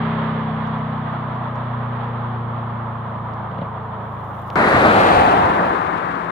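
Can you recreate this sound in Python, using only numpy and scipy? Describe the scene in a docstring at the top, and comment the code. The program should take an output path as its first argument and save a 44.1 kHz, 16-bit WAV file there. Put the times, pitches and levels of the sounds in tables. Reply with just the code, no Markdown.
"""A car with a loud, lumpy exhaust draws away on a night road, its note sinking over the roar of its tyres.
Then the sound jumps abruptly to a vehicle sweeping past close on the left: tyre roar, hiss and pushed air.
The exhausts are stacks of sine waves; tyres and air are coloured noise; joints in the road thump and ring.
The far car is strong near 3.5 kHz in the right microphone port; above about 5 kHz the close vehicle
is brighter in the left one."""
import sys
import numpy as np
from scipy import signal
from scipy.fft import rfft, irfft, next_fast_len
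from scipy.io import wavfile
from scipy.ndimage import uniform_filter1d, map_coordinates

SR = 44100
rng = np.random.default_rng(int(sys.argv[2]) if len(sys.argv) > 2 else 0)


def waveform_to_disk(signal):
    """Save audio, clipped to [-1, 1], as 16-bit WAV at the path in sys.argv[1]."""
    frames = np.transpose(np.atleast_2d(signal))
    scaled = np.clip(frames, -1, 1) * 32767
    samples = np.round(scaled).astype(np.int16)
    wavfile.write(sys.argv[1], SR, samples)


N = 278270

T = np.arange(N) / SR  # time of each sample [s]
SIZE = next_fast_len(N, True)
HZ = np.maximum(np.arange(SIZE // 2 + 1) * SR / SIZE, 1)  # frequency of each spectrum bin
# how alike the far car sounds in both ports: (frequency [Hz], likeness [1 = same, 0 = unrelated])
FAR_LIKENESS = [(200, .995), (500, .9), (850, .55), (1700, .35), (3000, .55), (5000, -.1)]
# how the far car leans to one side: (frequency [Hz], left minus right [dB])
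FAR_BALANCE = [(200, -7), (700, 0.5), (1400, -2), (2400, -6), (3400, -17), (4000, -16.5), (5000, -9)]
# the sound jumps from the far car to the close vehicle
JUMP_S = 4.5568
# the close vehicle drives past in a straight line
PASS_S, SPEED_M_PER_S, DISTANCE_M = 5.03, 24, 4.8


def from_db(db):
    """Turn decibels into gain."""
    return 10 ** (np.asarray(db) / 20)


def rms_one(x):
    """Scale to unit power."""
    return x / np.sqrt(np.mean(x ** 2) + 1e-20)


def at_hz(points, hz):
    """Read a curve between its points on a log-frequency axis."""
    f, value = np.transpose(points)
    return np.interp(np.log(hz), np.log(f), value)


def drift(rate):
    """Smooth random wandering with a spread of one; a higher rate wanders faster."""
    steps = rms_one(uniform_filter1d(rng.standard_normal(2000), size=4))
    return np.interp(T * rate * 4, np.arange(len(steps)), steps)


def band(x, low_hz, high_hz):
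    """Keep the sound between two frequencies."""
    sos = signal.butter(2, [low_hz, min(high_hz, .45 * SR)], "band", fs=SR, output="sos")
    return signal.sosfilt(sos, x + 1e-18)


def pan(left_db):
    """Left and right gains of constant total power, the left stronger by left_db."""
    ratio = from_db(np.atleast_1d(left_db))
    return np.array([ratio, np.ones_like(ratio)]) * np.sqrt(2 / (1 + ratio ** 2))


def soft_step(at_s, width_s, height):
    """A smooth rise from nothing to the given height."""
    return height * (1 + np.tanh((T - at_s) / width_s)) / 2


def humps(events, width_s):
    """Smooth swells and dips, in dB."""
    return sum(db * np.exp(-((T - s) / width_s) ** 2) for s, db in events)


def bursts(events, decay_s):
    """An envelope that jumps at each event and dies away."""
    return sum(from_db(db) * (T >= s) * np.exp(-np.abs(T - s) / decay_s) for s, db in events)


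def two_ports(mid, side, alike):
    """Mix two unrelated noises into a left and right that are alike to the given degree."""
    return np.sqrt(1 + alike) * mid + np.sqrt(1 - alike) * side * [[1], [-1]]


def noise_bands(spectrum, likeness, balance, splits_hz):
    """Stereo noise of one colour, split at the given frequencies into bands of unit power."""
    mid, side = rfft(rng.standard_normal((2, SIZE)))
    rest = two_ports(mid, side, np.clip(at_hz(likeness, HZ), -1, 1)) * pan(at_hz(balance, HZ))
    # beyond the ends of the colour curve the noise falls away
    lowest_hz, highest_hz = spectrum[0][0], spectrum[-1][0]
    edges = 1 + (lowest_hz / HZ) ** 8 / 2 + (HZ / highest_hz) ** 12 / 2
    rest = rest * from_db(at_hz(spectrum, HZ)) / edges
    parts = []
    for hz in splits_hz:
        below = 1 / (1 + (HZ / hz) ** 8)
        parts.append(rest * below)
        rest = rest * (1 - below)
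    return [rms_one(irfft(part)[:, :N]) for part in parts + [rest]]


def night_air(level_db=-73.5):
    """The still night air is a very faint, steady noise, almost unrelated in the two ports."""
    # colour of the air noise: (frequency [Hz], level [dB per Hz])
    colour = [(100, -1.5), (4000, 0), (8000, -2.5), (13000, -1), (16000, -3)]
    likeness, balance = [(100, 0.0021), (10000, 0.0059)], [(100, 6.5), (10000, -0.5)]
    noise, = noise_bands(colour, likeness, balance, [])
    return from_db(level_db) * noise


def low_hum(hz=53, level_db=-50.5):
    """A steady hum is one sine wave."""
    return from_db(level_db) * np.sqrt(2) * np.sin(2 * np.pi * hz * T)


def high_hiss(start_s=3.96, attack_s=.08, start_db=-76, growth_db_per_s=21.5, grain_db=2.5):
    """A thin, crackly hiss sets in and grows; fast random level changes make it crackle."""
    # colour of the hiss: (frequency [Hz], level [dB per Hz])
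    colour = [(5000, 2), (9000, -6), (12000, 2), (15500, 0)]
    since_s = T - start_s
    level_db = start_db + growth_db_per_s * since_s + grain_db * drift(90)
    likeness, balance = [(100, 0.0074), (10000, 0.019)], [(100, 0), (10000, -13.0)]
    hiss, = noise_bands(colour, likeness, balance, [])
    return hiss * np.clip(since_s / attack_s, 0, 1) * from_db(level_db)


def ticks(decay_s=0.00019, low_hz=2000, high_hz=6500):
    """Tiny dry clicks close to the microphone ring for about a cycle or less."""
    # the clicks: (time [s], starting level before the band filter [dB], ring [Hz])
    clicks = [(0.6736, -40, 5800), (.7862, -44, 5800), (1.3534, -48, 5400), (1.557, -41, 5800),
              (3.3374, -39, 4800), (4.5026, -17, 2680)]
    ringing = sum(bursts([(s, db)], decay_s) * np.sin(2 * np.pi * hz * (T - s)) for s, db, hz in clicks)
    return band(ringing, low_hz, high_hz)


def distance_db(doubling_s=1.096):
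    """Level lost as the far car draws away; it is twice as far off after doubling_s."""
    return -20 * np.log10(1 + T / doubling_s)


def road_joint(slap_db=-14, slap_s=0.01, thump_lag_s=.006):
    """At a road joint each axle slaps the tread, then sets the tyres ringing, dulled by distance."""
    # axles crossing joints: (time [s], strength of the thump [dB])
    crossings = [(3.514, -23), (3.542, -27), (3.583, -20), (3.612, -17.5)]
    # what the tyres ring with: (frequency [Hz], level [dB], decay [s])
    tyre_modes = [(185, 1, 0.011), (245, -8, .006), (570, -4, .007), (670, -8, .006)]
    thump = np.zeros(N)
    for s, db in crossings:
        start_s = s + thump_lag_s
        for hz, mode_db, decay_s in tyre_modes:
            ring = np.sin(2 * np.pi * hz * (T - start_s))
            thump += bursts([(start_s, db + mode_db)], decay_s) * ring
    slap = rng.standard_normal(N) * bursts(crossings, slap_s) * from_db(slap_db)
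    both = band(thump, 120, 1500) + slap * pan(-12.0)
    return signal.sosfilt(signal.butter(8, 3500, fs=SR, output="sos"), both + 1e-18)


def far_tyres(hiss_follow=.93, waver_db=0.7, roar_share=.4):
    """Distant tread noise wavers in the night air and loses its top with distance."""
    # colour of the tyre noise: (frequency [Hz], level [dB per Hz])
    colour = [(310, -11.5), (400, -11), (520, -8.5), (700, -3.5), (800, -3), (1000, 1), (1260, -2.5),
              (1450, -9), (1800, -11), (2600, -24), (3400, -21.5), (4200, -35), (5300, -49.5)]
    # slow swells and dips, full in the hiss and partial in the roar: (time [s], level [dB])
    surges = [(.15, 1.7), (1.4, -1.0), (2.1, 1.7)]
    roar_start_db, roar_fade_db_per_s, hiss_start_db = -29, 0.65, -36.0
    roar, hiss = noise_bands(colour, FAR_LIKENESS, FAR_BALANCE, [1480])
    waver, surge_db = waver_db * drift(20), humps(surges, .3)
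    roar_db = roar_start_db - roar_fade_db_per_s * T + waver + roar_share * surge_db
    hiss_db = hiss_start_db + hiss_follow * distance_db() + waver + surge_db
    return roar * from_db(roar_db) + hiss * from_db(hiss_db)


def pipe_overtones(hz, valley_db=-28):
    """Level of an overtone at this pitch: strong inside a pipe resonance, faint between them."""
    # pipe resonances: (frequency [Hz], width [Hz], level relative to the firing note [dB])
    resonances = [(299, 5, -17), (338, 4, -13), (350, 6, -13), (417, 6, -9), (443, 8, -11), (470, 10, -12),
                  (536, 8, -11), (575, 6, -14), (606, 5, -15), (640, 7, -16), (675, 12, -16),
                  (725, 20, -17), (1050, 220, -22)]
    power = from_db(2 * valley_db)
    for centre, width, db in resonances:
        power = power + from_db(2 * db) * np.exp(-((hz - centre) / width) ** 2)
    return 10 * np.log10(power)


def far_exhaust(fading_db=1.3, flutter_db=.45, jitter=0.0015, boom_db=-41.5, boom_follow=0.2):
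    """Four firings fill each engine cycle; unequal cylinders add other orders and one strong puff."""
    # orders: (multiple of the cycle rate, level [dB], follows the beat [0 = only the firing note])
    orders = [(3, -6.3, .35), (4, -2.2, 0), (5, 2.5, .96), (6, -13, 0), (7, .5, 1.55), (8, -9.3, .3),
              (9, -18, .15)]
    # colour of the low exhaust boom: (frequency [Hz], level [dB per Hz])
    boom_colour = [(18, -24), (42, -22), (68, -16), (105, -16.5), (140, -9.5), (185, -4.5), (220, -10),
                   (275, -15), (400, -26)]
    # the car coasts: its four-stroke cycle rate sinks steadily
    cycle_hz, sag_hz_per_s = 32.19, 1.185
    rate = cycle_hz - sag_hz_per_s * T
    # the firing note and the beat between cylinders each suffer a share of the distance loss
    loss_db = distance_db()
    firing_db = -31.5 + 0.31 * loss_db
    # the beat eases by 5 dB around 1.12 s as the driver eases off the throttle
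    beat_db = -27.5 + 0.65 * loss_db - soft_step(1.12, .2, 5.0)
    # firing multiples boom while the firing note sinks through a resonance of the pipe
    pipe_hz, pipe_width_hz, pipe_boost_db = 118.5, 6.3, 9.4
    pipe_db = pipe_boost_db / (1 + ((4 * rate - pipe_hz) / pipe_width_hz) ** 2)
    first_puff_s = .0129
    angle = 2 * np.pi * (np.cumsum(rate) / SR - cycle_hz * first_puff_s + jitter * drift(9.9))
    # the pipe spreads each puff in time [radians]; further off the puffs blur into a drone
    smear = .28 + soft_step(2.2, .5, .3)
    tone = np.zeros(N)
    for multiple, db, share in orders:
        k = round(multiple)
        level_db = db + firing_db + share * (beat_db - firing_db) + flutter_db * drift(3.8)
        gain = from_db(level_db + pipe_db * (k % 4 == 0))
        # the spread grows the further an order lies from the fifth
        tone -= gain * np.cos(k * angle - smear * (k - 5) ** 2)
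    for k in range(10, 42):
        # orders between the firing multiples take an offset and an extra share of the distance loss
        drive_db = firing_db + (k % 4 > 0) * (.7 + .48 * loss_db)
        # short waves fade in and out as the path over the ground changes
        level_db = pipe_overtones(k * rate) + drive_db + fading_db * drift(1.5)
        tone += from_db(level_db) * np.cos(k * angle + rng.uniform(0, 2 * np.pi))
    boom, = noise_bands(boom_colour, FAR_LIKENESS, FAR_BALANCE, [])
    boom_level_db = boom_db + boom_follow * (beat_db - beat_db.mean())
    return np.sqrt(2) * tone * pan(0.61) + boom * from_db(boom_level_db)


def receding(abreast_s):
    """Share of the close vehicle's speed that points away: -1 coming, 0 abreast, 1 going."""
    along_m = SPEED_M_PER_S * (T - abreast_s)
    return along_m / np.hypot(along_m, DISTANCE_M)


def swell_db(name):
    """Level of one sound of the close vehicle, which swells and fades once."""
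    # by sound: (loudest at [s], level [dB], rise [s], fall [s], steepness [1 = inverse distance])
    swells = { "air": (4.95, -33.5, 2.5, 0.73, 1.8), "roar": (4.9, -15.2, 1.15, .79, 2.6),
              "rush": (4.77, -15.5, .52, .8, 1.9), "hiss": (5.04, -27.5, .32, .27, 1.45),
              "sizzle": (5.0, -41, .42, .19, 1.5), "exhaust": (5, -30.5, .3, 1.2, 1.5),
              "throb": (4.96, -28, .16, .14, 2.2), "treads": (5.18, -18.5, .09, 0.26, 2.5),
              "horn": (5.18, -15.3, .38, .38, 1.65), }
    peak_s, peak_db, rise_s, fall_s, steepness = swells[name]
    away = (T - peak_s) / np.where(T < peak_s, rise_s, fall_s)
    return peak_db - 10 * steepness * np.log10(1 + away ** 2)


def wavering_note(hz, level_db, wobble, overtone_db, count):
    """A tone with a few overtones, unsteady in pitch and strength."""
    angle = 2 * np.pi * np.cumsum(hz * (1 + wobble * drift(20))) / SR
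    overtones = sum(from_db(2 * drift(4)) * np.sin(k * angle) for k in range(2, count + 1))
    return from_db(level_db + 1.2 * drift(6.8)) * (np.sin(angle) + from_db(overtone_db) * overtones)


def past_the_ports(x, lead_ms, shade_db):
    """The right port hears the sound later and weaker."""
    left, right = x * pan(shade_db)
    late = np.arange(N) - lead_ms * SR / 1000
    return np.array([left, map_coordinates(right, [late], order=3, mode="nearest")])


def tyre_horn(width_hz=140, alike=0.48):
    """The horn between tread and road rings low from the front, higher from the side, then behind."""
    side_s, front_hz, side_hz, rear_hz = 5.07, 630, 720, 900
    away = receding(side_s)
    hz = side_hz + (np.where(away > 0, rear_hz, front_hz) - side_hz) * away ** 2
    # slow noise shifted up to the gliding pitch makes one broad resonance
    smooth = signal.butter(2, width_hz, fs=SR, output="sos")
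    real, imag = signal.sosfilt(smooth, rng.standard_normal((2, 2, N)))
    carrier = np.exp(2j * np.pi * np.cumsum(hz) / SR)
    mid, side = rms_one(np.real((real + 1j * imag) * carrier))
    return from_db(swell_db("horn")) * rms_one(two_ports(mid, side, np.clip(alike, 0, 1)))


def close_vehicle(gust_db=0.7, flicker_db=0.65, grain_db=0.9, bass_shade=0.4, rush_shade=.75,
                  top_shade=.45, hiss_shade=.8, bass_lead=0.75, tread_side_db=1.0):
    """Pushed air, tyres and exhaust sweep by; long waves bend round to the far port more easily."""
    # colour of air and tyres: (frequency [Hz], level [dB per Hz])
    colour = [(25, -27), (60, -8), (130, -4), (300, -1), (450, -1.5), (650, 0), (850, -1.5), (1120, 1),
              (1500, -7), (1950, -11.5), (2400, -16.5), (2950, -25), (3400, -28), (4000, -29), (4600, -34),
              (5400, -43.5), (9800, -47.5), (11500, -54.5), (14000, -55)]
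    # how alike the ports are: (frequency [Hz], likeness [1 = same, 0 = unrelated])
    likeness = [(100, .98), (350, .9), (650, .76), (1000, .5), (2000, .64), (3800, .55), (6000, .1)]
    # lean to one side: (frequency [Hz], left minus right [dB])
    balance = [(150, 1), (600, 1), (830, -2), (1100, 4.5), (1400, 5), (1850, 2), (2500, 4), (2950, 4.5),
               (3500, -1), (4200, -5.5), (5200, 5), (6300, 16), (7600, 28), (9600, 41), (13000, 29)]
    # gusts of pushed air: (time [s], level [dB])
    gusts = [(4.77, -28.5), (5.15, -36), (5.42, -34)]
    # brief swells and dips of the roar: (time [s], level [dB])
    surges = [(5.62, 2.5), (5.82, -2)]
    away, since_s = receding(PASS_S), T - PASS_S
    doppler = 1 / (1 + away * SPEED_M_PER_S / 343)  # speed of sound [m/s]
    # the left port leads, swinging with the bearing; low sounds take a share of this
    lead_ms = .35 + .17 * away
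    # the right port falls into shade, the top first, then the rest; each sound takes its share
    shade_db = soft_step(5.73, .04, 7)
    top_shade_db = top_shade * shade_db + soft_step(5.19, .1, 11)
    air, roar, rush, hiss, sizzle = noise_bands(colour, likeness, balance, [130, 1100, 2400, 4600])
    # reading the noise faster or slower makes it brighter coming, duller going
    emitted = SR + np.cumsum(doppler * (T >= JUMP_S))
    rush = np.array([map_coordinates(port, [emitted], order=3) for port in rush])
    flicker, grain = flicker_db * drift(60), grain_db * drift(70)
    # the exhaust note is 200.6 Hz when abreast and sinks 13 Hz per second, besides the Doppler shift
    note_hz = (200.6 - 13 * since_s) * doppler
    exhaust = wavering_note(note_hz, swell_db("exhaust"), wobble=0.0128, overtone_db=-12.5, count=5)
    throb = wavering_note(note_hz / 2, swell_db("throb"), wobble=.015, overtone_db=-5, count=3)
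    # the brief song of the treads
    song = wavering_note(742, swell_db("treads"), wobble=.02, overtone_db=-22, count=2)
    treads = song + tyre_horn()
    push = from_db(swell_db("air")) + sum(from_db(db) * np.exp(-((T - s) / .08) ** 2) for s, db in gusts)
    pushed_air = air * push * from_db(gust_db * drift(10))
    tyre_roar = roar * from_db(swell_db("roar") + flicker + humps(surges, .05))
    low = pushed_air + tyre_roar + exhaust + throb
    rush = rush * from_db(swell_db("rush") + flicker)
    hiss = hiss * from_db(swell_db("hiss") + grain)
    sizzle = sizzle * from_db(swell_db("sizzle") + grain)
    return (past_the_ports(low, bass_lead * lead_ms, bass_shade * shade_db)
            + past_the_ports(treads, lead_ms, shade_db + tread_side_db)
            + past_the_ports(rush, lead_ms, rush_shade * shade_db)
            + past_the_ports(hiss, lead_ms, hiss_shade * top_shade_db)
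            + past_the_ports(sizzle, lead_ms, top_shade_db))


def scene():
    """The far car, then all at once the close vehicle, with the night air throughout."""
    far = low_hum() + high_hiss() + ticks() + road_joint() + far_tyres() + far_exhaust()
    jumped = np.clip((T - JUMP_S) / .0001, 0, 1)
    return night_air() + (1 - jumped) * far + jumped * close_vehicle()


def record(dry):
    """The sound opens and closes softly, the highest peaks are rounded and the top is cut."""
    fade = np.minimum(np.minimum(T, T[-1] - T) / .004, 1)
    rounded = fade * dry / (1 + dry ** 6) ** (1 / 6)
    cutoff_hz = 15600
    return signal.sosfilt(signal.ellip(10, .1, 80, cutoff_hz, fs=SR, output="sos"), rounded)


dry = scene()
out = record(dry)
waveform_to_disk(out)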